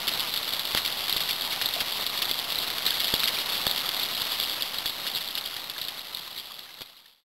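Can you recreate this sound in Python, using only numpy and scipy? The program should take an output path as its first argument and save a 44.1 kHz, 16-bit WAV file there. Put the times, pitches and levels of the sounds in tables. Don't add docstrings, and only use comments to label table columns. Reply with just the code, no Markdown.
import sys
import numpy as np
from scipy import signal
from scipy.fft import rfft, irfft, next_fast_len
from scipy.io import wavfile
from scipy.ndimage import uniform_filter1d, map_coordinates

SR = 44100
rng = np.random.default_rng(int(sys.argv[2]) if len(sys.argv) > 2 else 0)


def ratio_of_db(decibels):
    return 10 ** (np.asarray(decibels, float) / 20)


def master_out(mix):
    frames = np.transpose(np.atleast_2d(mix))
    ceiling = np.clip(frames, -1, 1)
    pcm = np.round(ceiling * 32767).astype(np.int16)
    wavfile.write(sys.argv[1], SR, pcm)


N = 322812

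# (time [s], patter level [dB], far wash level [dB])
RAIN = [(0, -33.5, -36), (.4, -36, -35.5), (.55, -37, -36), (.9, -34, -36.5), (1.4, -35, -36.5),
        (1.65, -33.5, -35.5), (2.3, -35, -36.5), (2.75, -33.5, -36), (3.1, -33, -36), (3.5, -31.5, -35),
        (3.75, -32.5, -36.5), (4.2, -32, -36), (4.8, -34, -37), (5.6, -35, -36.5), (6.3, -33.5, -36),
        (6.7, -33.5, -35.5), (7.3, -33, -39.5)]
# (frequency [Hz], level per Hz [dB])
WASH_COLOUR = [(35, -32), (60, -11), (200, -4.5), (420, -4.5), (740, 0.83), (1280, 1.5), (1520, -2.5),
               (2460, -2), (3400, 0.5), (4200, 5), (4700, -43)]
# (frequency [Hz], width [Hz], level [dB])
GROUND_RINGS = [
    (1300, 890, -18),
    (2097, 840, -7.5),
    (2900, 550, -3),
    (3373, 506, 1),
    (3719, 150, -4),
    (4040, 670, -5),
]
# (time [s], peak level [dB], pitch [Hz], time to fall 60 dB [s])
BUBBLES = [(0.778, -27, 2390, 0.04), (0.848, -26, 2250, 0.04), (1.302, -25, 2290, 0.04),
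           (1.478, -29.5, 925, 0.04), (1.523, -23, 2180, 0.037), (1.575, -32, 740, 0.044),
           (1.764, -27, 665, 0.048), (2.864, -23, 2330, 0.037), (2.919, -25, 1600, 0.031),
           (3.032, -37, 670, 0.055), (3.251, -28, 2170, 0.04), (3.291, -36, 1590, 0.056),
           (3.368, -22.5, 2350, 0.037), (3.847, -25.5, 1255, 0.037), (5.531, -30, 1390, 0.04),
           (5.763, -25, 1650, 0.035), (6.229, -35, 2100, 0.04), (6.275, -26, 1000, 0.04),
           (6.509, -23, 1110, 0.04), (6.66, -29, 1700, 0.04), (6.691, -28, 1590, 0.04),
           (6.706, -24, 2060, 0.04), (6.784, -27, 1780, 0.04), (6.822, -21, 2400, 0.045),
           (6.828, -33.7, 1300, 0.04), (7.056, -25, 1750, 0.044)]
# (time [s], push level [dB], length [ms])
KNOCKS = [
    (0.7502, -8.5, 0.26),
    (1.1635, -23.5, 0.58),
    (1.82, -24, 0.36),
    (2.312, -28, 0.9),
    (3.1397, -7.5, 0.46),
    (3.6693, -8.5, 0.28),
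    (4.859, -21, 0.36),
    (6.8102, -8, 0.26),
    (6.8181, -9, 0.3),
]
# (time [s], peak level [dB], spray level [dB])
HEAVY = [(0.0877, -18, -28), (0.3619, -18, -30), (1.0962, -13.5, -25), (1.1273, -12, -27),
         (1.166, -15.5, -21.5), (1.3097, -14.5, -26), (1.659, -13, -32), (1.8046, -18.5, -18.5),
         (2.2552, -15.7, -30.5), (2.3134, -10.5, -25.5), (2.3907, -17, -25), (2.5876, -13, -32),
         (2.9071, -12.5, -27), (3.1445, -15.5, -29), (3.2573, -13, -33.5), (3.2768, -14, -20),
         (3.2907, -15, -33.5), (3.7125, -13.5, -34.5), (4.4296, -18, -19.5), (4.6227, -11.5, -35),
         (4.8593, -12, -21), (5.15, -15.4, -22), (5.1582, -18, -21), (5.354, -12.5, -26),
         (5.815, -13, -21.5), (5.8506, -15, -34.5), (5.9937, -11, -33.5), (6.1485, -10, -26),
         (6.3777, -14.5, -21.5), (6.8199, -11.4, -27.5)]
# (time [s], peak level [dB])
LIGHT = [(0.0794, -13), (.1379, -18), (0.3395, -16.5), (0.3754, -17.5), (.5952, -13.5), (.7999, -28),
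         (.878, -17.5), (.9983, -25), (1.5072, -19), (1.7387, -16), (2.0657, -18.5), (2.1759, -17.5),
         (2.2198, -12), (2.2952, -17.5), (2.5056, -24.5), (2.523, -14.5), (3.0445, -12.5), (3.082, -18),
         (3.2035, -17), (3.3883, -16), (3.9964, -17), (3.6958, -20.5), (4.0334, -17), (4.4974, -20),
         (4.7851, -18), (5.4604, -16.5), (5.6987, -16), (5.8852, -12), (6.5923, -16.3), (7.059, -19.5)]
# (time [s], peak level [dB], deeper part against the peak [dB], spray level [dB])
PLOPS = [(.1966, -18.5, -24, -22), (.6528, -21, -16, -39), (0.7493, -13.5, -6.5, -24.5),
         (0.7751, -14.5, -4.5, -20.5), (.8496, -35, -2, -20), (1.0817, -21, -7, -29),
         (1.2078, -17.1, -10, -23), (1.29, -23, -7, -21.5), (1.5293, -26, -5, -27), (1.615, -17, -5, -24.5),
         (2.0093, -18, -23, -20.5), (2.5578, -17.5, -24, -32), (2.7031, -17.5, -10, -33),
         (2.8647, -13, -20, -22.5), (2.8785, -20.4, -3, -21), (3.0032, -17.5, -16, -20.5),
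         (3.1403, -7.5, -10, -24.5), (3.1646, -20, -13, -39), (3.2352, -18, 1, -22.5),
         (3.2409, -12, -14, -36), (3.6677, -13.5, -8.5, -22), (3.7615, -19, -16, -22),
         (3.8918, -15.5, -15.5, -32), (4.4006, -12, -13, -31.5), (5.0673, -21, -4, -20.5),
         (5.3758, -21, -7.6, -21), (5.566, -19.5, -9, -38.5), (5.7822, -16, -19, -33),
         (6.1719, -15.5, -13.5, -26.5), (6.8077, -14, -16, -16)]
# (time [s], gain [times])
FADE = [
    (0, 1),
    (4.23, 1),
    (7.238, 0),
]

PAVEMENT_DEEP_DB, LIGHT_SPRAY_DB = -21.5, -10
SPRAY_DB, SPRAY_T60_S, SPRAY_RISE_S = 1, 0.1, 0.0035
STRAYS = 190
STRAY_DB, STRAY_SPREAD_DB, STRAY_DEEP_DB, STRAY_SPRAY_DB = -23, 1.12, -17, -13.5
SNAP_DB, SNAP_LAG = 8, 30
CLOCK_HZ = 8000
SLIP, SLIP_EVERY, SLIP_LEAD = 2, 11023, 1000
EDGE_HZ = 15740


def evened(x):
    return x / np.sqrt(np.mean(x ** 2) + 1e-20)


def along(rows, column):
    rows = np.array(rows)
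    return np.interp(np.arange(N) / SR, rows[:, 0], rows[:, column])


def add(mix, s, sound):
    part = mix[round(s * SR):][:len(sound)]
    part += sound[:len(part)]


def coloured(x, points):
    size = next_fast_len(len(x))
    f, db = np.transpose(points)
    hz = np.fft.rfftfreq(size, 1 / SR)
    gain = ratio_of_db(np.interp(np.log(hz + 1), np.log(f + 1), db, right=-90))
    return irfft(rfft(x, size) * gain, size)[:len(x)]


def wander(width_s):
    size = round(width_s * SR)
    smooth = uniform_filter1d(rng.standard_normal(N), size)
    return evened(uniform_filter1d(smooth, size))


def ring(x, hz, width_hz):
    r = np.exp(-np.pi * width_hz / SR)
    return signal.lfilter([1, 0, -1], [1, -2 * r * np.cos(2 * np.pi * hz / SR), r * r], x)


def wash():
    noise = evened(coloured(rng.standard_normal(N), WASH_COLOUR))
    flicker_db = 1.5 * wander(0.012)
    return noise * ratio_of_db(along(RAIN, 2) + flicker_db)


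def rain_power(near):
    power = ratio_of_db(along(RAIN, 1)) ** 2
    t = np.arange(6000) / SR
    rise = np.minimum(t / (2 * SPRAY_RISE_S), 1)
    cloud = (rise * ratio_of_db(-60 * t / SPRAY_T60_S)) ** 2
    for s, _, _, spray_db in near:
        add(power, max(s - SPRAY_RISE_S, 0), ratio_of_db(spray_db + SPRAY_DB) ** 2 * cloud)
    return power


def patter(near, per_s=1700, spread_db=1.4, clump_db=.8):
    power = rain_power(near)
    size = ratio_of_db(spread_db * np.minimum(rng.exponential(1, N), 3)) * rng.choice([-1., 1.], N)
    lands = rng.random(N) < per_s / SR
    ticks = evened(size * lands * ratio_of_db(clump_db * wander(0.01))) * np.sqrt(power)
    patch = rng.integers(0, len(GROUND_RINGS), N)
    out = np.zeros(N)
    for k, (hz, width, db) in enumerate(GROUND_RINGS):
        rung = ring(ring(ticks * (patch == k), hz, width), hz, 1.18 * width)
        out += ratio_of_db(db) * evened(rung)
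    return evened(out) * np.sqrt(power.mean())


def bubbles(rise=5.6):
    out, t = np.zeros(N), np.arange(3000) / SR
    for s, db, hz, t60 in BUBBLES:
        tone = np.sin(2 * np.pi * hz * (t + rise * t ** 2 / 2))
        onset = 1 - np.exp(-t / 0.00033)
        add(out, s, ratio_of_db(db - 0.5 - 60 * t / t60) * onset * tone)
    return out


def knocks():
    out, t_ms = np.zeros(N), (np.arange(88) - 44) / SR * 1000
    for s, db, ms in KNOCKS:
        push = np.exp(-(2 * t_ms / ms) ** 8)
        add(out, s - 44 / SR, -ratio_of_db(db) * push)
    return out


def near_drops():
    when, size, depth = rng.random((STRAYS, 3)).T
    stray_s = when * (N / SR - .05)
    stray_db = STRAY_DB - STRAY_SPREAD_DB * np.log(1 - size + 0.011)
    stray_deep_db = STRAY_DEEP_DB + 16.0 * (depth - .5)
    strays = list(zip(stray_s, stray_db, stray_deep_db, stray_db + STRAY_SPRAY_DB))
    heavy = [(s, db, PAVEMENT_DEEP_DB, spray_db) for s, db, spray_db in HEAVY]
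    light = [(s, db, PAVEMENT_DEEP_DB + 5.5, db + LIGHT_SPRAY_DB) for s, db in LIGHT]
    return heavy + PLOPS + light + strays


def splash(db, deep_db, draws, t60=0.01, per_s=1400):
    t = np.arange(draws.shape[1]) / SR
    ticks = draws[0] * (draws[1] < per_s / SR)
    ticks[0] = 1.1 * np.sign(draws[0, 0])
    ticks = ticks * ratio_of_db(-60 * t / t60)
    film_hz = 3600 + 600 * (draws[1, 0] - .5)
    puddle_hz = 2100 + 800 * (draws[1, 1] - .5)
    film = ring(ring(ticks, film_hz, 380), film_hz, 800)
    puddle = ring(ticks, puddle_hz, 800)
    snap = ring(ticks * (t == 0), 3300, 2600)
    soften = signal.butter(6, 4300., fs=SR, output="sos")
    film, puddle, snap = (signal.sosfilt(soften, v) for v in (film, puddle, snap))
    snap = ratio_of_db(deep_db + SNAP_DB) * np.roll(snap, SNAP_LAG) / abs(snap).max()
    puddle = ratio_of_db(deep_db + 6.0) * puddle / abs(puddle).max()
    return ratio_of_db(db) * (film / abs(film).max() + snap + puddle)


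def drops(near):
    out = np.zeros(N)
    for s, db, deep_db, _ in near:
        draws = np.array([rng.standard_normal(900), rng.random(900)])
        add(out, max(s - .0011, 0), splash(db, deep_db, draws))
    return out * ratio_of_db(0.7)


def scene():
    near = near_drops()
    return (wash() + patter(near) + bubbles() + knocks() + drops(near))[None]


def sample_and_hold(x):
    n = np.arange(N)
    slips = SLIP * ((n + SLIP_LEAD) // SLIP_EVERY)
    clock = (n - .5 + slips) * CLOCK_HZ / SR
    taken_at = n - (clock % 1 - .5) * SR / CLOCK_HZ
    return map_coordinates(x, [taken_at], order=3, mode="nearest")


def band_limit(x):
    return signal.sosfilt(signal.butter(12, 16670, fs=SR, output="sos"), x)


def record(dry):
    held = np.clip(sample_and_hold(dry[0]), -.245, .235) - .0017
    edge = signal.firwin(801, EDGE_HZ, window=("kaiser", 9), fs=SR)
    mix = signal.oaconvolve(held * along(FADE, 1), edge, "same")[None]
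    return band_limit(mix)


dry = scene()
out = record(dry)
master_out(out)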